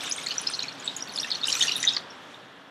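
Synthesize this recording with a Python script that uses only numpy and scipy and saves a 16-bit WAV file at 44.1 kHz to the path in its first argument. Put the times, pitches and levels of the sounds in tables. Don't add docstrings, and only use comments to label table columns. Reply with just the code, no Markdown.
import sys
import numpy as np
from scipy import signal
from scipy.fft import rfft, irfft, next_fast_len
from scipy.io import wavfile
from scipy.ndimage import uniform_filter1d, map_coordinates

SR = 44100
rng = np.random.default_rng(int(sys.argv[2]) if len(sys.argv) > 2 else 0)


def volts_from_decibels(level):
    exponent = np.asarray(level, float) / 20
    return 10 ** exponent


def waveform_to_disk(signal):
    frames = np.transpose(np.atleast_2d(signal))
    scaled = np.clip(frames, -1, 1) * 32767
    samples = np.round(scaled).astype(np.int16)
    wavfile.write(sys.argv[1], SR, samples)


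N = 119070


def unit(x):
    return x / np.sqrt(np.mean(x ** 2) + 1e-20)


def curves(rows):
    s, *columns = np.transpose(rows)
    return [np.interp(np.arange(N) / SR, s, column) for column in columns]


def wobble(rate_hz, size=N):
    knots = rng.standard_normal(int(size * rate_hz / SR) + 4)
    return map_coordinates(knots, [np.arange(size) * rate_hz / SR])


def coloured(x, response):
    size = next_fast_len(N + 8192)
    return irfft(rfft(x, size) * response(np.fft.rfftfreq(size, 1 / SR)), size)[:N]


def shape(points):
    point_hz, db = np.transpose(points)
    return lambda hz: volts_from_decibels(np.interp(np.log(hz + 1), np.log(point_hz + 1), db))


def rush(points, patchy_db):
    z = signal.stft(rng.standard_normal(N + 512), nperseg=256)[2]
    field = uniform_filter1d(rng.standard_normal(z.shape), 5, 0)
    field = uniform_filter1d(field, 5, 1)
    noise = signal.istft(z * volts_from_decibels(patchy_db * unit(field)), nperseg=256)[1][:N]
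    return unit(coloured(noise, shape(points)))


def bubbles(s, db, hz, lives):
    rise_s, fall_s, glide = 0.0017, 0.0016, 0.002
    t = np.arange(-200, 600) / SR
    scale = (lives * (hz / 4000) ** -0.28)[:, None]
    swell = np.exp(-(t / (rise_s * scale)) ** 2)
    decay = np.exp(-np.abs(t) / (fall_s * scale))
    env = np.where(t < 0, swell, decay)
    env = env * np.sin(np.pi * np.arange(len(t)) / len(t)) ** 0.5
    tone = np.sin(2 * np.pi * hz[:, None] * (t + glide * t * t / (2 * fall_s * scale)))
    at = np.round(s * SR).astype(int)[:, None] + np.round(t * SR).astype(int) + SR
    rings = volts_from_decibels(db)[:, None] * env * tone
    return np.bincount(at.ravel(), rings.ravel(), N + 2 * SR)[SR:SR + N]


# peak time in seconds,
# peak level in dB, pitch in Hz.
LARGE_POCKETS = [(0.187, -32, 2180), (0.2649, -27.5, 2050), (0.3092, -27, 2880), (0.3698, -32, 1440),
                 (0.642, -27, 2470), (1.2458, -28, 2720), (1.2487, -28.5, 1800.0), (1.4844, -17, 2960.0),
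                 (1.5016, -24.5, 3080), (1.5378, -24.5, 2450), (1.5555, -23, 2470), (1.6149, -13.5, 3070),
                 (1.6372, -23, 1880), (1.6527, -29.5, 1850.0), (1.6834, -18.5, 2810), (1.6953, -22.5, 2470),
                 (1.7165, -20.5, 2910), (1.8295, -29.5, 1880), (1.8413, -20.5, 1983), (1.9712, -39, 1210)]
MIDDLE_POCKETS = [(0.27, -17.5, 4290), (0.309, -18.5, 4340), (0.4705, -22, 4180), (0.5365, -24, 4240),
                  (0.545, -25.5, 4320), (0.5937, -18, 4220), (0.6258, -21.5, 4060), (0.6844, -24.5, 4300),
                  (0.878, -18, 3770), (1.1877, -19, 4230), (1.2375, -24, 3670), (1.305, -27, 4000),
                  (1.3175, -17, 4330), (1.3227, -19, 3650), (1.356, -26, 4260), (1.4357, -20.5, 3680),
                  (1.4432, -17, 3840), (1.5215, -23, 4680), (1.5295, -21.5, 4070), (1.574, -25, 4240),
                  (1.61, -14, 3664), (1.625, -15.5, 3520), (1.626, -22, 4380), (1.6833, -22, 4520),
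                  (1.7224, -19, 4000), (1.758, -17, 3750), (1.8304, -18, 3760), (1.877, -7.5, 3705),
                  (1.9117, -30, 3420), (1.967, -21.5, 4700), (1.9695, -21, 4200), (1.972, -23, 4570)]
SMALL_POCKETS = [(0.1134, -21, 5090), (0.1224, -21, 6520), (0.2643, -26, 6700), (0.3827, -17, 5870),
                 (0.4734, -14, 5130), (0.9664, -25, 6690), (1.0254, -21, 5680), (1.1607, -19, 5060),
                 (1.1997, -22.5, 5660), (1.2015, -23, 5070), (.125, -24, 5960), (.542, -25, 4930),
                 (1.3064, -23.5, 4910), (1.4562, -23.5, 5000), (1.5041, -24, 7200), (1.5275, -14.5, 5560.0),
                 (1.5535, -18.5, 5870), (1.5974, -23, 6820), (1.612, -23, 5350), (1.6262, -16.5, 6390),
                 (1.6725, -22.5, 5660), (1.6932, -23, 4800), (1.7206, -23, 5580), (1.8295, -21, 7000),
                 (1.8298, -29, 4960.0), (1.852, -19.5, 6070), (1.8922, -25, 4920), (1.9367, -25.5, 5460)]
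SPRAY_POCKETS = [(0.0389, -36, 13400), (0.0384, -34.5, 9400), (0.098, -30.5, 10260), (0.1646, -30.5, 8630),
                 (0.236, -35, 9180), (0.4161, -34, 10470), (0.5019, -26, 8570.0), (0.846, -33, 7760),
                 (0.8573, -29, 7760), (0.967, -37.5, 10320.0), (1.166, -37, 10200), (1.4741, -29, 8000),
                 (1.489, -34, 10400), (1.5492, -42, 13100), (1.569, -27, 7650), (1.5974, -32.0, 8300),
                 (1.764, -38, 13100), (1.764, -30, 10800), (1.766, -30.5, 9430), (1.781, -35, 12800),
                 (1.8044, -40, 10640), (1.82, -37, 10200), (1.775, -33, 10500), (1.561, -38, 12500),
                 (1.72, -43, 11200), (.283, -45, 12500)]
MIXED_POCKETS = [(.009, -30.5, 3460), (0.183, -24.5, 3510), (.551, -25, 4300), (0.632, -28, 6600),
                 (.8, -32.5, 6950), (0.9, -30, 3810), (1.008, -28.5, 5100), (1.096, -28.5, 4350),
                 (1.178, -22.5, 3570), (1.346, -24.5, 3670), (1.416, -26.5, 4300), (1.872, -19, 3770),
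                 (1.881, -16, 3560), (1.886, -13, 3750), (1.89, -19, 3520), (1.9025, -30, 3470),
                 (1.98, -29, 4300), (2.104, -41.5, 5460), (2.345, -36, 3600),
                 (.0757, -42, 9100), (.148, -34, 7550), (.1915, -34, 8120), (0.2677, -34, 7710),
                 (.416, -33.5, 9630), (0.483, -30, 4300), (0.528, -33, 6100), (.538, -27.5, 5050),
                 (0.553, -29, 5560), (.5765, -41, 7760), (.604, -26, 3800), (0.632, -28, 5500),
                 (.7265, -39, 5600), (0.883, -25.5, 3750), (.9665, -34, 7600), (1.075, -35, 4500),
                 (1.087, -43, 13500), (1.124, -42, 10200), (1.132, -48, 10200), (1.139, -30.5, 5870),
                 (1.154, -42, 10400), (1.165, -36, 7630), (1.21, -39, 11000), (1.2105, -40, 8200),
                 (1.224, -38, 11450), (1.2325, -22, 3640), (1.325, -24, 4300), (1.332, -34, 3920),
                 (1.352, -31, 5830), (1.3515, -29, 4300), (1.37, -31, 3900), (1.428, -31, 3640),
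                 (1.472, -27, 5100), (1.5, -28, 4000), (1.54, -25, 4100), (1.561, -30, 5900),
                 (1.568, -31, 6100), (1.6, -30.5, 1890), (1.611, -26, 5930), (1.6195, -19.5, 3340),
                 (1.634, -25, 3300), (1.639, -33, 6340), (1.652, -43, 8700), (1.68, -27.5, 5700),
                 (1.693, -25, 4000), (1.7274, -33, 3780), (1.736, -32, 5800), (1.766, -34, 3500),
                 (1.7815, -33, 5900), (1.8035, -27, 5960), (1.812, -34, 6300), (1.837, -33, 6900),
                 (1.8536, -27.5, 6840), (1.886, -27, 5020), (1.9255, -34, 5040), (1.9367, -32, 6600),
                 (1.949, -26, 4970)]


def pockets(count=5):
    mate_db, mate_early_s, mate_late_s, mate_detune = -12.5, 0.001, 0.018, 0.098
    rows = LARGE_POCKETS + MIDDLE_POCKETS + SMALL_POCKETS + SPRAY_POCKETS + MIXED_POCKETS
    s, db, hz = np.transpose(rows)
    u = rng.random((len(s), count))
    g = rng.standard_normal((len(s), count, 3))
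    mates_s = s[:, None] - mate_early_s + (mate_early_s + mate_late_s) * u
    mates_db = db[:, None] + mate_db + 3 * np.tanh(g[..., 0])
    mates_hz = hz[:, None] * np.exp(mate_detune * g[..., 1])
    mate_lives = 0.6 * np.exp(0.2 * g[..., 2])
    mates = bubbles(mates_s.ravel(), mates_db.ravel(), mates_hz.ravel(), mate_lives.ravel())
    mains = bubbles(s, db + 3, hz, lives=np.exp(0.12 * g[:, 0, 2]))
    tremble = volts_from_decibels(3.5 * np.tanh(wobble(900)))
    ragged = volts_from_decibels(3 * np.tanh(wobble(500)))
    return mains * tremble + mates * ragged


# start in seconds, peak level in dB, centre in Hz.
SLAP_EVENTS = [(.0378, -53, 11000), (0.311, -29, 3320), (.4145, -44, 10000), (0.498, -42, 8450),
               (0.965, -40, 11100), (1.023, -45, 9000), (1.472, -25.5, 7400), (1.4868, -30, 9400),
               (1.527, -33.5, 8500), (1.549, -35, 11500), (1.595, -38, 9000), (1.625, -34, 8500),
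               (1.65, -40, 11100), (1.764, -31.5, 11300), (1.8287, -20, 5500), (1.924, -41, 6500),
               (1.9657, -22.5, 3980), (1.9692, -29, 2000), (1.9702, -32, 900)]


def slaps():
    rise_s, t60_s, octaves = 0.00046, 0.024, 0.5
    out, t = np.zeros(N), np.arange(SR // 20) / SR
    bins_hz = np.fft.rfftfreq(len(t), 1 / SR)
    for s, db, hz in SLAP_EVENTS:
        band = np.exp(-(np.log2((bins_hz + 1) / hz) / octaves) ** 2)
        noise = unit(irfft(rfft(rng.standard_normal(len(t))) * band, len(t)))
        env = volts_from_decibels(db - 60 * t / t60_s) * (1 - np.exp(-(t / rise_s) ** 2))
        out[round(s * SR):][:len(t)] += env * noise
    return out


# time in seconds, flow level in dB, spray share in dB.
POUR = [(0, -39, 2), (.62, -42, -1.5), (.75, -46, -4), (1.05, -46, -2), (1.22, -43, 3), (1.42, -42.5, -5),
        (1.48, -37, 4), (1.66, -36.5, 3.5), (1.74, -39.5, -1.5), (1.8, -38.5, 2.5), (1.97, -42, -6),
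        (2.03, -50, -9.5), (2.25, -50.5, -3), (2.7, -62, 1)]
# frequency in Hz, density in dB per Hz.
WASH_SPECTRUM = [
    (880, -7),
    (1500, -2),
    (2230, -10),
    (2400, -4),
    (3640, -4),
    (4720, -11),
    (5610, -8.5),
    (13200, -35.5),
    (15000, -52),
]
DENSER = 0.8


def stream():
    flow_db, spray_db = curves(POUR)
    size = volts_from_decibels(flow_db - DENSER / 2 * (flow_db - flow_db.mean()))
    body = volts_from_decibels(-2) * swarm(flow_db, hz=4300, spread=0.41, count=2200)
    spray = volts_from_decibels(-7 + spray_db) * swarm(flow_db + spray_db, hz=9500, spread=0.334, count=1800)
    mist = rush([(4500, -50), (7000, -7), (14000, -5), (15500, -16)], patchy_db=4.5)
    mist = volts_from_decibels(-19 + spray_db) * mist
    wash = volts_from_decibels(-3.5) * rush(WASH_SPECTRUM, patchy_db=2.0)
    surge = volts_from_decibels(1.2 * wobble(25))
    return size * (body + spray), volts_from_decibels(flow_db) * surge * (mist + wash)


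def swarm(flow_db, hz, spread, count):
    stream_ends_s, size_spread_db = 1.99, 5.5
    u, g = rng.random((count, 2)), rng.standard_normal((count, 2))
    pouring = np.arange(N) < stream_ends_s * SR
    share = np.cumsum(volts_from_decibels(DENSER * flow_db + 5 * wobble(18)) * pouring)
    s = np.interp(u[:, 0], share / share[-1], np.arange(N) / SR)
    pitch_hz = np.clip(hz * np.exp(spread * g[:, 0]), 900, 14000)
    size_db = -size_spread_db * np.log(1 - 0.88 * u[:, 1])
    size_db = size_db + 20 * np.log10(shape(WASH_SPECTRUM)(pitch_hz))
    return unit(bubbles(s, size_db, pitch_hz, lives=0.6 * np.exp(0.3 * g[:, 1])))


def echoes(x):
    pot_db, pot_t60_s, room_db, room_t60_s, flutter_db = -10, 0.038, -14, 0.28, 5
    t, step = np.arange(SR // 4) / SR, 1764
    out, fade = np.zeros(N + SR), np.hanning(2 * step)
    padded = np.pad(x * volts_from_decibels(4.9 * wobble(250)), (step, 2 * step))
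    for k in range(0, N, step):
        flutter = flutter_db * wobble(290, size=len(t))
        pot = rng.standard_normal(len(t)) * volts_from_decibels(flutter - 60 * t / pot_t60_s) * (t > 0.003)
        room = rng.standard_normal(len(t)) * volts_from_decibels(-60 * t / room_t60_s) * (t > 0.008)
        tail = volts_from_decibels(pot_db) * pot / np.linalg.norm(pot) + volts_from_decibels(room_db) * room / np.linalg.norm(room)
        out[k:k + 2 * step + len(t) - 1] += signal.fftconvolve(fade * padded[k:k + 2 * step], tail)
    return out[step:step + N]


# time in seconds, level in dB.
KITCHEN_LEVEL = [
    (0, -44.5),
    (1.98, -44),
    (2.7, -50),
]
# frequency in Hz, density in dB per Hz.
AIR_SPECTRUM = [
    (40, -31),
    (120, -6),
    (300, -6.5),
    (900, -6),
    (1700, -7.5),
    (2350, -15.5),
    (3400, -11),
    (6000, -35.5),
    (14500, -45),
    (15500, -56),
]


def kitchen():
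    hum_hz, hum_width_hz, hum_db = 273.4, 14.6, -13
    level_db, = curves(KITCHEN_LEVEL)
    hum = coloured(rng.standard_normal(N), lambda hz: 1 / (1 + ((hz - hum_hz) / hum_width_hz) ** 2))
    return volts_from_decibels(level_db) * (rush(AIR_SPECTRUM, patchy_db=-0.36) + volts_from_decibels(hum_db) * unit(hum))


def scene():
    small, wash = stream()
    drops = pockets() + slaps() + small
    return (drops + echoes(drops) + wash + kitchen())[None]


def top_cut(x):
    return signal.sosfilt(signal.butter(12, 15690, fs=SR, output="sos"), x)


def record(dry):
    low_cut_hz, droop_hz, top_hz = 81.5, 13400, 15800

    def microphone(hz):
        return (hz < top_hz) / (1 + (low_cut_hz / (hz + 1)) ** 4) / (1 + (hz / droop_hz) ** 12)

    mix = coloured(dry[0], microphone)[None]
    return top_cut(mix)


dry = scene()
out = record(dry)
waveform_to_disk(out)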